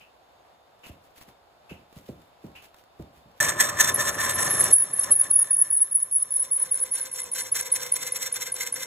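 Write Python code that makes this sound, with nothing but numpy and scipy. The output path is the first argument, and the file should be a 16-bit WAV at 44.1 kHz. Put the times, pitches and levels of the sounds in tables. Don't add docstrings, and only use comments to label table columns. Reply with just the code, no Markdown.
import sys
import numpy as np
from scipy import signal
from scipy.fft import rfft, irfft
from scipy.io import wavfile
from scipy.ndimage import uniform_filter1d

SR = 44100
rng = np.random.default_rng(int(sys.argv[2]) if len(sys.argv) > 2 else 0)


def store_wav(level_fs):
    pcm = np.round(np.clip(np.atleast_2d(level_fs), -1, 1) * 32767)
    wavfile.write(sys.argv[1], SR, pcm.T.astype(np.int16))


N = 390726
T = np.arange(N) / SR
BINS = np.arange(N // 2 + 1) * SR / N + 1
CUT_S = 3.402

# (frequency [Hz], relative level [dB per Hz])
ROOM_COLOUR = [(25, -28), (60, -1.5), (200, -11), (400, -5), (700, 3.5), (1100, -4), (2000, -13.5),
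               (4500, -17), (6000, -25.5), (15500, -28.5)]
ROOM_DB = -58
# (frequency [Hz], level [dB], end [s])
WHINE_TONES = [(3610, -76, 3.4), (6550, -85, .8)]
# (time [s], level [dB])
TICK_HITS = [(0.002, -49), (0.832, -44), (1.692, -43), (2.551, -43)]
# (frequency [Hz], relative level [dB per Hz])
TICK_COLOUR = [(1500, -10.5), (2130, -9), (2300, -5), (2520, 0), (2680, 5), (2790, -1), (2900, 1),
               (3200, -10), (3500, -16), (8000, -25), (12000, -24)]
TICK_T60_S = 0.29
# (time of top [s], level [dB], time scale [ms])
COAT_SWELLS = [(.875, -51, 25), (1.05, -63, 26), (1.181, -49.5, 16), (1.22, -50.5, 15), (1.29, -55.5, 14),
               (1.72, -62, 33), (1.97, -56.5, 44), (2.08, -54.5, 31), (2.22, -65, 49), (2.45, -59, 24),
               (2.57, -64, 24), (2.645, -53, 21), (2.785, -57.5, 22), (3.005, -62, 24), (3.17, -60.5, 32),
               (3.379, -59, 13)]
# (frequency [Hz], relative level [dB per Hz])
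COAT_COLOUR = [(1000, 3), (3000, 3), (6500, -4), (9000, -3.5), (13000, -1.5), (15800, -4)]
COAT_RISE, COAT_FALL = 0.7, 1.06
# (time [s], level [dB], t60 [s])
CLICK_HITS = [(0.7926, -57, 0.027), (0.8666, -41, 0.027), (1.073, -57, 0.021), (1.1064, -55, 0.03),
              (1.1737, -56, 0.024), (1.186, -54, 0.03), (1.2126, -42, 0.023), (1.287, -49, 0.028),
              (1.4556, -65, 0.022), (1.9264, -49, 0.045), (1.986, -47, 0.038), (2.0867, -47, 0.035),
              (2.4644, -53, 0.03), (2.5167, -55, 0.021), (2.6244, -46, 0.023), (2.7433, -43, 0.018),
              (2.7904, -64, 0.024), (2.838, -50, 0.022), (3.0235, -46, 0.017), (3.3144, -53, 0.019)]
# (frequency [Hz], relative level [dB per Hz])
CLICK_COLOUR = [(300, 20), (1000, 16.5), (2500, 10), (5000, 8), (10000, 1), (15500, 6)]
# (time [s], level scale [dB], pitch scale [Hz])
HANDLE_KNOCKS = [(0.894, -38, 250), (1.217, -55, 260), (1.279, -53, 258), (1.712, -35, 400),
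                 (1.964, -40, 242), (2.088, -32, 430), (2.440, -33, 363), (2.995, -33.5, 418),
                 (3.172, -52, 200), (3.256, -48, 252)]
# (frequency [Hz], relative level [dB per Hz])
BED_COLOUR = [(35, -18), (70, 6), (130, 2), (320, 0.5), (450, -6), (560, -3), (900, -15.5), (3000, -47)]

# (time [s], drive rumble [dB], bar hum before easing [dB], rubbing before easing and modes [dB])
RUN_LEVELS = [(3.41, -38, -33, -30.5), (3.6, -41.5, -33.5, -33.5), (3.9, -38, -32.5, -33.5),
              (4.3, -39.5, -33, -32), (4.56, -37.5, -33.5, -31), (4.712, -36.5, -37.5, -34),
              (4.77, -51.5, -51, -46), (5.03, -50, -45.5, -45.5), (5.112, -41, -37, -37.5),
              (5.15, -53.5, -60, -47.5), (5.22, -50.5, -46, -44.5), (5.56, -56, -53, -50.5),
              (6.0, -61, -58.5, -55.5), (6.6, -58, -51, -48), (7.0, -58.5, -51, -47),
              (7.34, -57, -50, -46.5), (7.77, -56, -46.5, -42), (8.301, -56, -49, -42),
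              (8.86, -56, -48.5, -45)]
# (time [s], position [0 first - 1 last])
TOOL_TRAVEL = [(3.4, 0.016), (3.9, 0.055), (4.3, 0.1), (5.8, 0.18), (6.6, 0.77), (7.4, 0.92), (8.86, 0.95)]
# (frequency [Hz], relative level [dB per Hz])
RUMBLE_COLOUR = [(20, -45), (60, -13.5), (85, -2), (125, -0.5), (230, -5.5), (400, -4), (800, -5.5),
                 (2000, -31)]
# (first frequency [Hz], last frequency [Hz], wander rate [Hz], first relative level [dB], last relative level [dB])
BAR_MODES = [(588.4, 503, 37, -5.5, 1.5), (1048, 985, 58, -2.5, -3), (1242, 1120, 177, -2.5, -7)]
TURN_S, FIRST_TURN_S = .2007, 3.395
# (middle into the turn [ms], half width [ms]) at first and last position
EASE_FIRST, EASE_LAST = (156.4, 32.3), (106.4, 17.5)
EASE_HUM_DB, EASE_RUBBING_DB = -5.5, -3.5
# (time of top [s], level [dB])
DIG_HITS = [(3.411, -20), (3.607, -14.5), (3.805, -16), (4.0, -22), (4.2, -25), (4.398, -26.5)]
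DIG_HZ, DIG_RISE_MS, DIG_FALL_MS = 1780, 8.5, 6.3
# (time into turn [ms], rise [ms], fall [ms], start [s], end [s], start level [dB], half-way level [dB], end level [dB])
HIGH_SPOTS = [(14, 10.4, 6.7, 3.4, 4.67, 13, 15.4, 4.6), (31.3, 5, 4, 3.4, 4.7, 15, 9.6, 8.1),
              (47.5, 5.4, 22, 2, 4.7, 6, 9.2, 7.2), (97, 12, 5.7, 3.72, 4.2, 18, 14.9, 15),
              (12, 14, 14, 4.9, 6.3, 3, 3.5, 1.67), (42.8, 6.8, 6.4, 4.9, 5.9, 13, 4.8, 6.2),
              (70.6, 11.5, 8.2, 4.9, 5.95, 2, 4.1, 2.22), (98, 11.9, 10.6, 6.6, 5.95, 10, 6.4, 1.23),
              (151.7, 6.96, 7.7, 6.3, 8.86, -1.5, 19.9, 12.4), (183.6, 20.8, 9.2, 6.5, 7.7, -1, 13.6, 14),
              (56, 8.9, 9.8, 6.6, 8.86, 6, 14, 15.3), (18.1, 15.3, 6.4, 7.5, 8.86, 11, 15.3, 19)]
SPOT_SCATTER_DB, SPOT_SCATTER_MS = 1, 0.78
# (time of top [s], level before modes [dB], rise and fall scale [ms])
HARDEST_BITES = [(3.411, -20, 8), (3.494, -18, 9), (3.609, -9.5, 4.5), (3.694, -19, 4.5), (3.809, -12, 5),
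                 (3.845, -18.5, 6), (3.893, -28, 4.1), (4.295, -13.5, 2.5), (4.309, -21.5, 6.8),
                 (4.641, -30, 4.7), (5.043, -35, 5.7), (5.244, -46, 6), (6.446, -38.5, 9.6),
                 (7.061, -36.5, 9.5), (7.193, -39, 12), (7.393, -27.5, 17.6), (7.601, -26.5, 4.84),
                 (8.074, -25.5, 7.4), (8.228, -23, 11), (8.42, -23, 7), (8.44, -41, 3.76),
                 (8.61, -24.5, 6.4)]
# (frequency [Hz], relative level [dB per Hz])
RASP_COLOUR = [(300, -14.5), (800, -5.5), (1400, -6.5), (2400, -2), (4200, -2.5), (5600, -1.5), (8500, 7),
               (9500, -3.5), (11500, 5.5), (13000, -2), (15800, -5.5)]
# (frequency [Hz], width [Hz], first relative level [dB], last relative level [dB])
POST_MODES = [(1300, 1180, -5, -6.5), (1588, 51, 4, 12.5), (1761, 68.5, 22.5, 6.5), (2066, 54, -20, 17.5),
              (2517, 27, -25.5, 2.5), (3110, 140, -9, -1.5), (3940, 140, -11, 2), (4345, 94, -1.5, 6.5),
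              (3574, 66, 6.5, 9), (5715, 240, 9.5, 12), (6240, 220, 3, -6), (6810, 53, 2, -6),
              (6940, 74, -12.5, 6.5), (7730, 170, 0.5, 5), (8150, 98, 8.5, -3.5), (10870, 540, -16, 1),
              (13800, 310, -3, 6.5)]
# (time [s], level [dB], locked pitch [Hz], arc length [ms])
TIP_SONG = [(3.8, -46.5, 11050, 240), (4.3, -40.5, 11150, 187), (4.45, -29, 10980, 210),
            (4.7, -28.5, 10880, 187), (4.78, -24.5, 10460, 139), (4.84, -27, 10480, 140),
            (4.91, -38, 10550, 140), (5.0, -29, 10550, 140), (5.12, -25, 10470, 146),
            (5.5, -24.5, 10320, 126), (5.8, -24.5, 10180, 117), (6.3, -26.5, 10200, 127),
            (6.7, -27.5, 10130, 130), (7.1, -34, 10270, 133.5), (7.449, -35, 10200, 129),
            (7.7, -34.5, 10130, 65), (8.099, -38, 10310, 45), (8.86, -39.5, 10250, 34)]
SONG_START_MS, SONG_EDGE_MS, SONG_BEAT_DB = 106, 3.0, 5.0
SONG_SAG_HZ, SONG_SAG_MS = 203, 21
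SONG_DIP_MS, SONG_DIP_WIDTH_MS, SONG_DIP_DB = 75, 14, -9
# (time of top [s], level [dB], time scale [ms])
CHATTER_BURSTS = [(3.948, -19, 4.5), (3.961, -18, 2.6), (4.349, -23.5, 4.8), (4.361, -26, 4.84),
                  (4.453, -31.5, 3), (4.492, -25, 2.6), (4.534, -29, 2.7), (4.554, -24, 7.0),
                  (4.571, -26, 3.3), (4.596, -20, 6.1), (4.737, -5.5, 7.8), (4.761, -14.5, 10.5),
                  (4.784, -21, 5.5), (4.803, -17, 6.9), (4.939, -19.5, 4), (4.997, -13, 3.0),
                  (5.036, -23, 4.1), (5.122, -9.5, 8.0), (5.164, -17, 5.8), (5.199, -15, 3),
                  (5.214, -12, 2.9), (5.312, -14.5, 5.9), (5.34, -17.5, 4.8), (5.362, -9.5, 4.9),
                  (5.426, -14.5, 4.8), (5.511, -19.5, 6.2), (5.533, -18, 4.5), (5.569, -17, 3.1),
                  (5.601, -18.5, 3.5), (5.62, -10.5, 6.8), (5.71, -18.5, 5.9), (5.735, -18.5, 6.8),
                  (5.754, -20.5, 3.8), (5.773, -24, 8.2), (5.808, -21, 7), (5.824, -13, 9.6),
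                  (5.926, -22, 6.5), (5.958, -15.5, 10.2), (6.003, -23, 2.9), (6.03, -15.5, 5.2),
                  (6.137, -21.5, 4.0), (6.163, -15.5, 14.4), (6.228, -17.5, 5.3), (6.31, -25, 3.5),
                  (6.324, -22, 5.5), (6.364, -15, 4.8), (6.402, -17.5, 6.2), (6.427, -19.5, 3.8),
                  (6.52, -17.5, 6.2), (6.535, -19, 5.4), (6.548, -23, 4.5), (6.569, -21.5, 7.3),
                  (6.602, -24, 5.3), (6.62, -23, 4.1), (6.63, -17, 4.5), (6.721, -17, 6.3),
                  (6.735, -23.5, 2.2), (6.756, -22, 3.8), (6.803, -23.5, 2.5), (6.832, -21.5, 4.5),
                  (6.923, -21.5, 6.8), (6.953, -25, 7.1), (7.01, -23.5, 2.1), (7.03, -30, 5.2),
                  (7.135, -26, 5.5), (7.203, -27.5, 2.9), (7.221, -32, 5), (7.323, -26.5, 4.1),
                  (7.337, -24.5, 4.5), (7.405, -23, 3.5), (7.42, -27, 3.4), (7.525, -12.5, 4.1),
                  (7.612, -24, 2.8), (7.726, -13.5, 5.3), (7.74, -22.5, 4.6), (7.924, -13.5, 3.2),
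                  (7.94, -21, 7), (8.125, -20.5, 3.0), (8.328, -20, 3.0), (8.343, -25.5, 3.5),
                  (8.525, -17, 2.9), (8.543, -27.5, 3.2), (8.727, -21.5, 2.8), (8.743, -28, 3.2)]
BURST_RISE, BURST_FALL = 0.92, 0.89
FREE_HZ, LOCK_DB, SLIP_DB = 10820, -22, 25
# (frequency [Hz], relative level [dB per Hz])
CHATTER_COLOUR = [(8500, -32), (9700, -2), (10150, 7), (10600, 11.5), (11200, -0.5), (11800, -46),
                  (13000, -118)]
SQUEAL_TAIL_DB, SQUEAL_TAIL_T60_S = -18.5, 0.35

# (frequency [Hz], near the tool [0-1], diffuse [0-1])
STEREO_LIKENESS = [(60, 1, 0.4), (300, 1, 0.95), (895, 0.58, 0.087), (2420, 0.63, 0.05), (4600, 1, 0.22),
                   (8400, 0.92, 0.89), (15000, 1, 0.21)]
# (frequency [Hz], right side's phase lead [rad])
PORT_PHASE = [(0, 0), (150, -.25), (300, -.6), (900, -1), (1400, -.2), (1900, .3), (2600, 1.2), (4000, 1.5),
              (5000, 3.14), (22050, 29.9)]
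LEFT_BASS_DB, LEFT_BASS_HZ = -1.1, 686
CUTOFF_HZ = 16100
NEAR, DIFFUSE = 1, 2


def from_db(db):
    return 10 ** (np.asarray(db) / 20)


def rms_one(x):
    return x / np.sqrt(np.mean(x ** 2) + 1e-20)


def at_hz(table, axis=1):
    rows = np.array(table)
    return np.interp(np.log(BINS), np.log(rows[:, 0]), rows[:, axis])


def drift(rate):
    r = np.exp(-2 * np.pi * rate / SR)
    white = rng.standard_normal(N + SR)
    return rms_one(signal.lfilter([1], [1, -2 * r, r * r], white)[SR:])


def noise(spectrum, axis):
    mid, side = rfft(rng.standard_normal((2, N))) * from_db(at_hz(spectrum))
    alike = np.clip(at_hz(STEREO_LIKENESS, axis=axis), 0, 1)
    sides = np.sqrt(1 + alike) * mid + np.sqrt(1 - alike) * side * [[1], [-1]]
    return rms_one(irfft(sides, N))


def resonance(x, hz, width):
    r = np.exp(-np.pi * width / SR)
    poles = [1, -2 * r * np.cos(2 * np.pi * hz / SR), r * r]
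    return signal.lfilter([(1 - r * r) / 2, 0, (r * r - 1) / 2], poles, x)


def bursts(rows, shape):
    power = np.zeros(N)
    for s, db, rise_ms, fall_ms in rows:
        top = round(s * SR)
        near = slice(max(top - 4000, 0), top + 6000)
        ms = (T[near] - s) * 1000
        steps = np.abs(ms / np.where(ms < 0, rise_ms, fall_ms))
        power[near] += from_db(2 * db) * .25 ** (steps ** shape)
    return power


def decays(rows, attack_s):
    out = np.zeros(N)
    for s, db, t60 in rows:
        start = round(s * SR)
        since = T[:SR // 2][:N - start]
        out[start:][:len(since)] += from_db(db - 60 * since / t60) * (1 - np.exp(-since / attack_s))
    return out


def room():
    return from_db(ROOM_DB + .7 * drift(5)) * noise(ROOM_COLOUR, axis=DIFFUSE)


def whines():
    out = np.zeros(N)
    for hz, db, last in WHINE_TONES:
        narrow = rms_one(resonance(rng.standard_normal(N), hz, 25.0))
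        out += from_db(db) * resonance(narrow, hz, 25.0) * (T < last)
    return out


def ticks():
    hits = [(s, db, TICK_T60_S) for s, db in TICK_HITS]
    return decays(hits, attack_s=0.0051) * noise(TICK_COLOUR, axis=DIFFUSE)


def rustle():
    rows = [(s, db, COAT_RISE * ms, COAT_FALL * ms) for s, db, ms in COAT_SWELLS]
    crackle = from_db(2.7 * drift(200.0))
    return np.sqrt(bursts(rows, shape=1.1)) * crackle * noise(COAT_COLOUR, axis=DIFFUSE)


def clicks():
    return decays(CLICK_HITS, attack_s=.0002) * noise(CLICK_COLOUR, axis=NEAR)


def knocks():
    out, since = np.zeros(N), T[:SR // 16]
    for s, db, hz in HANDLE_KNOCKS:
        glide = 0.272 + 0.827 / (1 + (since / 0.00762) ** 3)
        phase = 2 * np.pi * np.cumsum(hz * glide) / SR
        swell = since / 0.0068 * np.exp(1 - since / 0.0063)
        out[round(s * SR):][:len(since)] += from_db(db) * swell * np.sin(phase)
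    ringing = decays([(s, db - 9.5, .4) for s, db, _ in HANDLE_KNOCKS], attack_s=0.00067)
    return out + ringing * noise(BED_COLOUR, axis=NEAR)


def rumble(rumble_db):
    return from_db(rumble_db + 1.15 * drift(19.5)) * noise(RUMBLE_COLOUR, axis=NEAR)


def into_turn_ms(start_ms):
    return ((T - FIRST_TURN_S) * 1000 - start_ms) % (TURN_S * 1000)


def easing(position):
    middle_ms, width_ms = [a + (b - a) * position for a, b in zip(EASE_FIRST, EASE_LAST)]
    half_turn_ms = TURN_S * 500
    from_middle_ms = into_turn_ms(middle_ms - half_turn_ms) - half_turn_ms
    return .5 ** ((from_middle_ms / width_ms) ** 4)


def hum(position):
    out = np.zeros((2, N))
    for first_hz, last_hz, width, first_db, last_db in BAR_MODES:
        phase = 2 * np.pi * np.cumsum(first_hz + (last_hz - first_hz) * position) / SR
        mid, side = [drift(width) * np.cos(phase) + drift(width) * np.sin(phase) for _ in range(2)]
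        mode_db = first_db + (last_db - first_db) * position
        out += from_db(mode_db) * (mid + 0.47 * side * [[1], [-1]])
    return rms_one(out)


def digs():
    phase = 2 * np.pi * np.cumsum(DIG_HZ + 24.9 * drift(30.0)) / SR
    rows = [(s, db, DIG_RISE_MS, DIG_FALL_MS) for s, db in DIG_HITS]
    return np.sqrt(2 * bursts(rows, shape=1.43)) * np.sin(phase)


def bites(rubbing_db):
    rows, turns = [], FIRST_TURN_S + TURN_S * np.arange(28)
    for ms, rise_ms, fall_ms, first, last, *over_db in HIGH_SPOTS:
        shift, harder = rng.standard_normal((2, len(turns)))
        s = turns + (ms + SPOT_SCATTER_MS * shift) / 1000
        over = np.interp(s, [first, (first + last) / 2, last], over_db)
        db = np.interp(s, T, rubbing_db) + over + SPOT_SCATTER_DB * harder
        rows += [(s[k], db[k], rise_ms, fall_ms) for k in np.flatnonzero((s > first) & (s < last))]
    return rows + [(s, db, ms, ms) for s, db, ms in HARDEST_BITES]


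def rasp(rubbing_db, position):
    grain = from_db(1.83 * drift(174.0) + 1.7 * drift(27.4))
    dull = np.exp(-2 * np.pi * 3500.0 / SR)
    dulled = rms_one(signal.lfilter([1], [1, -dull], noise(RASP_COLOUR, axis=NEAR)))
    rubbing = from_db(rubbing_db + EASE_RUBBING_DB * easing(position)) * dulled
    biting = np.sqrt(bursts(bites(rubbing_db), shape=1.18)) * noise(RASP_COLOUR, axis=NEAR)
    tearing = (biting + rubbing) * grain * (T > CUT_S)
    out = from_db(-5.0) * tearing
    for hz, width, first_db, last_db in POST_MODES:
        mode_db = first_db + (last_db - first_db) * position + 2 * drift(12)
        out = out + from_db(mode_db) * resonance(tearing, hz, width)
    return from_db(-4.0) * out


def chatter_power(position):
    s, level_db, _, arc_length_ms = np.transpose(TIP_SONG)
    db, arc_ms = np.interp(T, s, level_db, left=-99), np.interp(T, s, arc_length_ms)
    ms = into_turn_ms(SONG_START_MS)
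    arc = np.clip(np.minimum(ms, arc_ms - ms) / SONG_EDGE_MS, 0, 1)
    dip_db = SONG_DIP_DB * position * .5 ** (((ms - SONG_DIP_MS) / SONG_DIP_WIDTH_MS) ** 2)
    song = arc * from_db(db + dip_db + SONG_BEAT_DB * drift(40.3))
    rows = [(s, db, BURST_RISE * ms, BURST_FALL * ms) for s, db, ms in CHATTER_BURSTS]
    return song ** 2 + bursts(rows, shape=1.7)


def squeal(position):
    s, _, pitch_hz, _ = np.transpose(TIP_SONG)
    power = chatter_power(position)
    power_db = 10 * np.log10(uniform_filter1d(power, size=200) + 1e-9)
    slip = np.clip((LOCK_DB - power_db) / SLIP_DB, 0, 1)
    sag_hz = SONG_SAG_HZ * np.exp(-into_turn_ms(SONG_START_MS) / SONG_SAG_MS)
    locked_hz = np.interp(T, s, pitch_hz) + sag_hz
    hz = locked_hz + slip * (FREE_HZ - locked_hz) + 33.1 * drift(57.3)
    phase = 2 * np.pi * np.cumsum(hz) / SR
    clear = np.interp(hz, [10300, 10750, 11050], [.98, .96, .6]) * (1 - slip)
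    slipping = drift(270.0) * np.cos(phase) + drift(330.0) * np.sin(phase)
    tip = clear * np.sqrt(2) * np.sin(phase) + np.sqrt(1 - clear ** 2) * slipping
    keep = from_db(-120 / (SQUEAL_TAIL_T60_S * SR))
    tail = from_db(2 * SQUEAL_TAIL_DB) * signal.lfilter([1 - keep], [1, -keep], power + 1e-18)
    chatter = np.sqrt(from_db(-23.0) * power + tail) * noise(CHATTER_COLOUR, axis=NEAR)
    return np.sqrt(power + tail) * from_db(drift(120)) * tip + chatter


def scene():
    s, *columns = np.transpose(RUN_LEVELS)
    rumble_db, hum_db, rubbing_db = [np.interp(T, s, c) for c in columns]
    position = np.clip(np.interp(T, *np.transpose(TOOL_TRAVEL)), 0, 1)
    standing = room() + whines() + ticks() + rustle() + clicks() + knocks()
    bar_hum = from_db(hum_db + EASE_HUM_DB * easing(position)) * hum(position)
    running = rumble(rumble_db) + bar_hum + digs() + squeal(position)
    return standing * (T < CUT_S) + running * (T > CUT_S) + rasp(rubbing_db, position)


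def record(dry):
    sides = np.array([[-1], [1]])
    turn = np.exp(.5j * sides * np.interp(BINS, *np.transpose(PORT_PHASE)))
    bass = from_db(-.5 * sides * LEFT_BASS_DB / (1 + (BINS / LEFT_BASS_HZ) ** 4))
    ports = irfft(rfft(dry) * turn * bass, N)
    rounded = .92 * np.tanh(ports / .92)
    return signal.sosfilt(signal.cheby2(20, 80, CUTOFF_HZ, fs=SR, output="sos"), rounded)


dry = scene()
out = record(dry)
store_wav(out)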